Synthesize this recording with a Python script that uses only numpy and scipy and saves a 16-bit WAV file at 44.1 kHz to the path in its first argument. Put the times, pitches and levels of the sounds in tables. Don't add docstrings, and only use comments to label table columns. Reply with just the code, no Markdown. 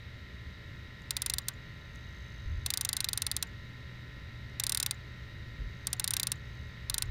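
import sys
import numpy as np
from scipy import signal
from scipy.fft import rfft, irfft
from scipy.io import wavfile
from scipy.ndimage import uniform_filter1d

SR = 44100
rng = np.random.default_rng(int(sys.argv[2]) if len(sys.argv) > 2 else 0)


def attenuation_scalar(level_db):
    decades = np.asarray(level_db, float) / 20
    return 10 ** decades


def file_out(sig):
    cols = np.atleast_2d(sig).T
    lim = np.clip(cols, -1, 1)
    pcm = np.round(lim * 32767).astype(np.int16)
    wavfile.write(sys.argv[1], SR, pcm)


N = 313110

# time_s, speed_teeth_per_s
PULLS = [
    [(1.1072, 16.73), (1.1725, 16.78), (1.2815, 28.0), (1.3428, 24.29), (1.488, 1.46)],
    [(2.6616, 18.03), (2.7028, 29.53), (2.8938, 24.03), (2.968, 27.91), (3.0838, 22.2), (3.1584, 23.16),
     (3.3655, 19.23), (3.4296, 13.5)],
    [(4.5983, 21.26), (4.6568, 35.05), (4.746, 38.93), (4.807, 37.15), (4.9138, 15.19)],
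    [(5.8702, 18.4), (5.9634, 13.1), (6.0971, 34.7), (6.2011, 31.47), (6.322, 17.62)],
    [(6.898, 20.33), (6.9611, 26.55), (7.026, 23.18)],
]
TEETH = 9
CLICK_DB, CLICK_RISE_DB_PER_S = -30, 0.1276
OVAL_DB, OVAL_PLACE_TURNS = 0.43, 0.12

FRAME_HZ = [3680, 4020, 4200, 4560, 4750, 5140, 5610, 6130, 6450, 7050, 7300, 7930, 8250, 8850, 9120, 9400,
            9730]
# level_db, t60_s, swing_db, place_turns
FRAME_MODES = [(3.5, 0.014, 2.5, 1), (-2.5, 0.036, -15, 0.16), (-3, 0.014, 4, 0.42),
               (-2, 0.019, -2.5, 0.56), (-3.5, 0.033, 7.5, 0.68), (-5, 0.029, 6, 0.18),
               (-6.5, 0.031, 4., 0.14), (-3.5, 0.029, 2, 0.24), (-11.5, 0.019, 20, .03),
               (-7.5, 0.041, -4.5, 0.72), (-7, 0.047, 9.5, 0.13), (-6, 0.021, 2, 0.9),
               (-15, 0.019, 9, 0.092), (-1, 0.034, 5, 0.3), (2.5, 0.014, 6.5, 0.75), (-0.5, 0.011, 30, 0.2),
               (-10.5, 0.019, -17.5, 0.33)]
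# freq_hz, density_db_per_hz
CRACK_SPECTRUM = [(1000, -28.5), (2500, -16.5), (3300, -34), (3900, -1), (5400, -15), (7500, -12.5),
                  (9000, -4.5), (10500, -17), (11500, -7.5), (13000, -12.5), (15300, -12), (16000, -17),
                  (16800, -63)]
# freq_hz, density_db_per_hz
ROD_SPECTRUM = [(300, -70), (680, -25), (800, -8.5), (1100, -4.5), (1500, -1.5), (2050, -4), (2330, -11.5),
                (2550, -3.5), (3300, -4), (6000, -69)]
# freq_hz, level_db, t60_s
ROD_MODES = [(759, -4.5, 0.092), (869.6, -5, 0.13), (1145, -4.5, 0.13), (1483, 1.5, .1), (2077, 2.5, 0.11)]
# delay_ms, level_db, sign
CRACK_ECHOES = [(1.685, -6, 1), (3.7, -16, 1), (8.4, -28, 1)]
# delay_ms, level_db, sign
RING_ECHOES = [(2.07, -6, -1), (14.2, -37, -1), (21.6, -42, 1)]

# time_s, peak_db
SLOW_LANDINGS = [(1.1368, -62), (1.4182, -58), (1.5371, -57), (3.3894, -60), (3.4719, -56), (4.9442, -56),
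                 (5.904, -57), (5.9672, -56), (6.3574, -56), (7.0573, -57)]
# time_s, peak_db, freq_hz
LINE_TICKS = [
    (1.02, -47, 7020),
    (1.9498, -54, 7800),
    (1.9586, -42.5, 6500),
    (4.4985, -51, 6000),
]

# time_s, freq_hz
MOTOR_ORDER_37 = [(0.0, 1903), (0.06, 1896), (1.9, 1896), (3.0, 1890), (3.44, 1898), (3.76, 1883),
                  (4.25, 1888), (5.77, 1885), (6.58, 1897), (7.1, 1890)]
# freq_hz, level_db
ORDER_LINES = [(409.1, -74), (559.9, -73), (613.7, -76), (662.1, -81), (764.4, -84), (812.9, -89.5),
               (866.7, -81.5), (920.5, -79.5), (969.0, -82), (1017, -73), (1071, -80.5), (1222, -75.5),
               (1276, -82.5), (1324, -72), (1378, -69), (1480, -74.5), (1583, -79.5), (1631, -94),
               (1680, -116), (1733, -68), (1836, -66), (1884, -62), (1938, -76), (1986, -71.5),
               (2089, -68.5), (2143, -71.5), (2552, -80), (2853, -74)]
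# time_s, level_db
HOUSING_TAP = [(0, -73), (1.2, -73), (1.5, -66), (2.6, -66), (3.5, -72), (4.5, -72), (5.5, -71), (7.1, -71)]
MOTOR_START_DB, MOTOR_START_S = -3.5, 0.27

# time_s, freq_hz, level_db
HUM = [(0.0, 120.5, -56), (0.12, 120.6, -56.5), (4.33, 121.4, -55.5), (4.45, 122, -53.5),
       (4.61, 120.6, -53), (4.71, 120.5, -54.5), (6.84, 121.2, -54), (6.94, 120, -55.5), (7.1, 119, -52)]
# freq_hz, density_db_per_hz
HISS_SPECTRUM = [(60, -11), (150, -8), (300, -17.5), (550, -25), (750, -33), (1150, -33.5), (2050, -18.5),
                 (2400, -26), (4600, -31), (7000, -45), (10500, -55), (13500, -46.5), (14600, -56),
                 (15500, -60)]
# time_s, level_db
HISS_LEVEL = [(0.0, -52), (7.1, -51.5)]

# freq_hz, density_db_per_hz
BREEZE_SPECTRUM = [(12, -29), (25, -27), (40, -9), (62, 3.5), (90, 0.5), (130, -7), (250, -27), (500, -83)]
# freq_hz, density_db_per_hz
PUFF_SPECTRUM = [(12, -25), (25, -9), (40, -3.5), (60, 0.5), (90, -9), (130, -15), (250, -50), (500, -85)]
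# start_s, hold_s, level_db
PUFFS = [
    (2.45, 0.11, -34.5),
    (5.58, 0.037, -37),
    (5.3, 0.21, -52),
    (6.88, 0.086, -45.5),
    (7.05, .1, -35.5),
]
BREEZE_DB = -48
PUFF_RISE_S, PUFF_FALL_S = 0.018, 0.094


def clicks():
    times_s = []
    for pull in PULLS:
        t = np.arange(pull[0][0], pull[-1][0], 1 / SR)
        teeth_passed = np.cumsum(np.interp(t, *np.transpose(pull))) / SR
        times_s += list(np.interp(np.arange(int(teeth_passed[-1]) + 1), teeth_passed, t))
    times_s = np.array(times_s)
    oval = np.cos(2 * np.pi * (2 * np.arange(len(times_s)) / TEETH + OVAL_PLACE_TURNS))
    return np.c_[times_s, CLICK_DB + CLICK_RISE_DB_PER_S * times_s + OVAL_DB * oval]


def reel(click_rows):
    size, count = 2048, len(click_rows)
    out, t = np.zeros(N), np.arange(size) / SR
    crack, rod = causal(CRACK_SPECTRUM)[:256], causal(ROD_SPECTRUM)[:600]
    small_body = signal.cheby1(6, 1, 3480, "high", fs=SR, output="sos")
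    hz = np.array(FRAME_HZ)[:, None]
    mode_db, t60_s, swing_db, place_turns = np.transpose(FRAME_MODES)[:, :, None]
    tooth_noise = rng.standard_normal((TEETH, 2, size))
    click_noise = rng.standard_normal((count, 2, size))
    common_noise = rng.standard_normal(size)
    chance = rng.standard_normal((count, 2, len(hz), 1))
    knock_chance = rng.standard_normal((count, len(ROD_MODES), 2))

    for k, (time_s, level_db) in enumerate(click_rows):
        oval = 2 * np.pi * (2 * k / TEETH + place_turns)
        strike_db = np.clip(swing_db, 0, 4) * np.cos(oval) + 1.3 * chance[k, 0]
        lean_turns = 0.081 * (hz / 9000) ** 2 * (np.sin(oval) + 1.2 * chance[k, 1])
        decay = attenuation_scalar(mode_db + strike_db - 60 * t / (0.47 * t60_s))
        modes = (decay * np.sin(2 * np.pi * (hz * t + lean_turns))).sum(0)
        modes *= np.minimum(t / 0.00026, 1)
        modes = echoed(signal.sosfilt(small_body, modes), RING_ECHOES)

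        grit, hollow = 0.8 * tooth_noise[k % TEETH] + 0.5 * click_noise[k]
        contact = np.r_[1, 0.5 * grit[:14], np.zeros(size)]
        snap = echoed(np.convolve(crack, contact)[:size], CRACK_ECHOES)
        rattle_decay = attenuation_scalar(-60 * t / 0.019) + attenuation_scalar(-47 - 60 * t / 0.06)
        rattle = np.convolve(grit * rattle_decay, crack)[:size]
        boom = np.convolve((common_noise + 0.4 * hollow) * attenuation_scalar(-60 * t / 0.053), rod)[:size]
        boom *= signal.windows.tukey(size, 0.04)
        spool_db = -19.5 + 6.5 * np.cos(2 * np.pi * (2 * k / TEETH + 0.082))

        click = unit(modes) + attenuation_scalar(-4.0) * unit(snap) + attenuation_scalar(-6.0) * unit(rattle)
        click += attenuation_scalar(-12.5) * unit(boom) + attenuation_scalar(spool_db) * unit(ring(2753, 0.025, size=size))
        click += attenuation_scalar(-47) * knock(knock_chance[k])
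        add(out, time_s + 0.0002, attenuation_scalar(level_db + 26.4) * unit(click))
    return out


def knock(chance):
    size = 2048
    t, out = np.arange(size) / SR, np.zeros(size)
    for (hz, db, t60_s), (level, pitch) in zip(ROD_MODES, chance):
        out += attenuation_scalar(db + 4.2 * level) * ring(hz * (1 + 0.03 * pitch), t60_s, size=size)
    return out * (1 - np.exp(-t / 0.006)) * signal.windows.tukey(size, 0.3)


def pawl(click_rows):
    out, times_s = np.zeros(N), click_rows[:, 0]
    gaps_s, chance = np.diff(times_s), rng.standard_normal((len(times_s), 4))
    landings = []
    for time_s, gap_s, z in zip(times_s, gaps_s, chance[:, 0]):
        if gap_s < 0.058:
            landings.append((time_s + 0.62 * gap_s - 0.002, -62 + 3.5 * z))
    for (time_s, db), z in zip(landings + list(SLOW_LANDINGS), chance):
        spring = ring(7000 * (1 + 0.008 * z[1]), 0.028)
        spring += attenuation_scalar(-4) * ring(7230 * (1 + 0.008 * z[2]), 0.02)
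        tap = ring(12500 * (1 + 0.06 * z[3]), 0.004)
        tap += 0.5 * ring(14600, 0.006) + ring(9500, 0.004)
        add(out, time_s, attenuation_scalar(db + 1.5) * (spring + attenuation_scalar(-9) * tap))
    return out


def line_ticks():
    out = np.zeros(N)
    for time_s, db, hz in LINE_TICKS:
        add(out, time_s, attenuation_scalar(db) * (ring(hz, 0.0031) + 0.43 * ring(1.4 * hz, 0.0018)))
    return out


def motor():
    turns = np.cumsum(curve(MOTOR_ORDER_37)[0] / 37) / SR
    out = np.zeros(N)
    for hz, db in ORDER_LINES:
        order = round(hz / 51)
        level = attenuation_scalar(db + 4.0 + 0.65 * drift(9.0))
        out += level * np.sin(2 * np.pi * (order * turns + rng.random() + 0.05 * drift(12.0)))
    out *= attenuation_scalar(MOTOR_START_DB * np.exp(-np.arange(N) / SR / MOTOR_START_S))
    taps = np.diff(np.floor(turns), prepend=0) * attenuation_scalar(3.3 * drift(2.75))
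    housing = ring(6300, 0.035) + 0.8 * ring(6250, 0.0073)
    return out + attenuation_scalar(curve(HOUSING_TAP)[0]) * np.convolve(taps, housing)[:N]


def hum():
    hz, db = curve(HUM)
    level = attenuation_scalar(db + 6.0 + 1.5 * drift(28.0))
    return level * np.sin(2 * np.pi * (np.cumsum(hz) / SR + 0.028 * drift(9.8)))


def insects():
    chorus = band(band(rng.standard_normal(N), 3810, 310), 3810, 310)
    return attenuation_scalar(-64 + 0.15 * drift(9.3)) * evened(chorus)


def wind():
    breeze, deep, t = coloured(BREEZE_SPECTRUM), coloured(PUFF_SPECTRUM), np.arange(N) / SR
    steady = deep / np.sqrt(uniform_filter1d(deep ** 2, 3000))
    puffs = np.zeros(N)
    for start_s, hold_s, db in PUFFS:
        fall_s = PUFF_RISE_S + hold_s
        corners_s = [0, PUFF_RISE_S, fall_s, fall_s + PUFF_FALL_S]
        puffs += attenuation_scalar(db) * np.interp(t - start_s, corners_s, [0, 1, 1, 0])
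    return attenuation_scalar(BREEZE_DB) * breeze + puffs * steady


def hiss():
    return attenuation_scalar(curve(HISS_LEVEL)[0]) * coloured(HISS_SPECTRUM)


def read(points, hz):
    f, value = np.transpose(points)
    return np.interp(np.log(hz + 1), np.log(f + 1), value)


def curve(rows):
    s, *columns = np.transpose(rows)
    return [np.interp(np.arange(N) / SR, s, c) for c in columns]


def evened(x):
    return x / np.sqrt(np.mean(x ** 2) + 1e-20)


def unit(x):
    return x / np.linalg.norm(x)


def add(mix, s, sound):
    part = mix[round(s * SR):][:len(sound)]
    part += sound[:len(part)]


def echoed(x, echoes):
    out = x.copy()
    for ms, db, sign in echoes:
        add(out, ms / 1000, sign * attenuation_scalar(db) * x)
    return out


def coloured(points):
    gain = attenuation_scalar(read(points, np.fft.rfftfreq(N, 1 / SR)))
    return evened(irfft(rfft(rng.standard_normal(N)) * gain, N))


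def band(x, hz, width_hz):
    return signal.lfilter(*signal.iirpeak(hz, hz / width_hz, SR), x)


def drift(top_hz):
    steps = rng.standard_normal(200)
    return evened(np.interp(np.arange(N) / SR * top_hz, np.arange(200), steps))


def causal(points, size=2048):
    log_gain = np.log(attenuation_scalar(read(points, abs(np.fft.fftfreq(size, 1 / SR)))))
    return np.fft.ifft(np.exp(log_gain - 1j * signal.hilbert(log_gain).imag)).real


def ring(hz, t60_s, size=1500):
    t = np.arange(size) / SR
    return attenuation_scalar(-60 * t / t60_s) * np.sin(2 * np.pi * hz * t)


def scene():
    click_rows = clicks()
    near = reel(click_rows) + pawl(click_rows) + line_ticks()
    return (near + motor() + hum() + insects() + wind() + hiss())[None]


def top_cut(x):
    return signal.sosfilt(signal.butter(12, 17030, fs=SR, output="sos"), x)


def record(dry):
    heard = signal.oaconvolve(dry, signal.firwin(301, 16850, fs=SR)[None], "same")
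    return top_cut(heard)


dry = scene()
out = record(dry)
file_out(out)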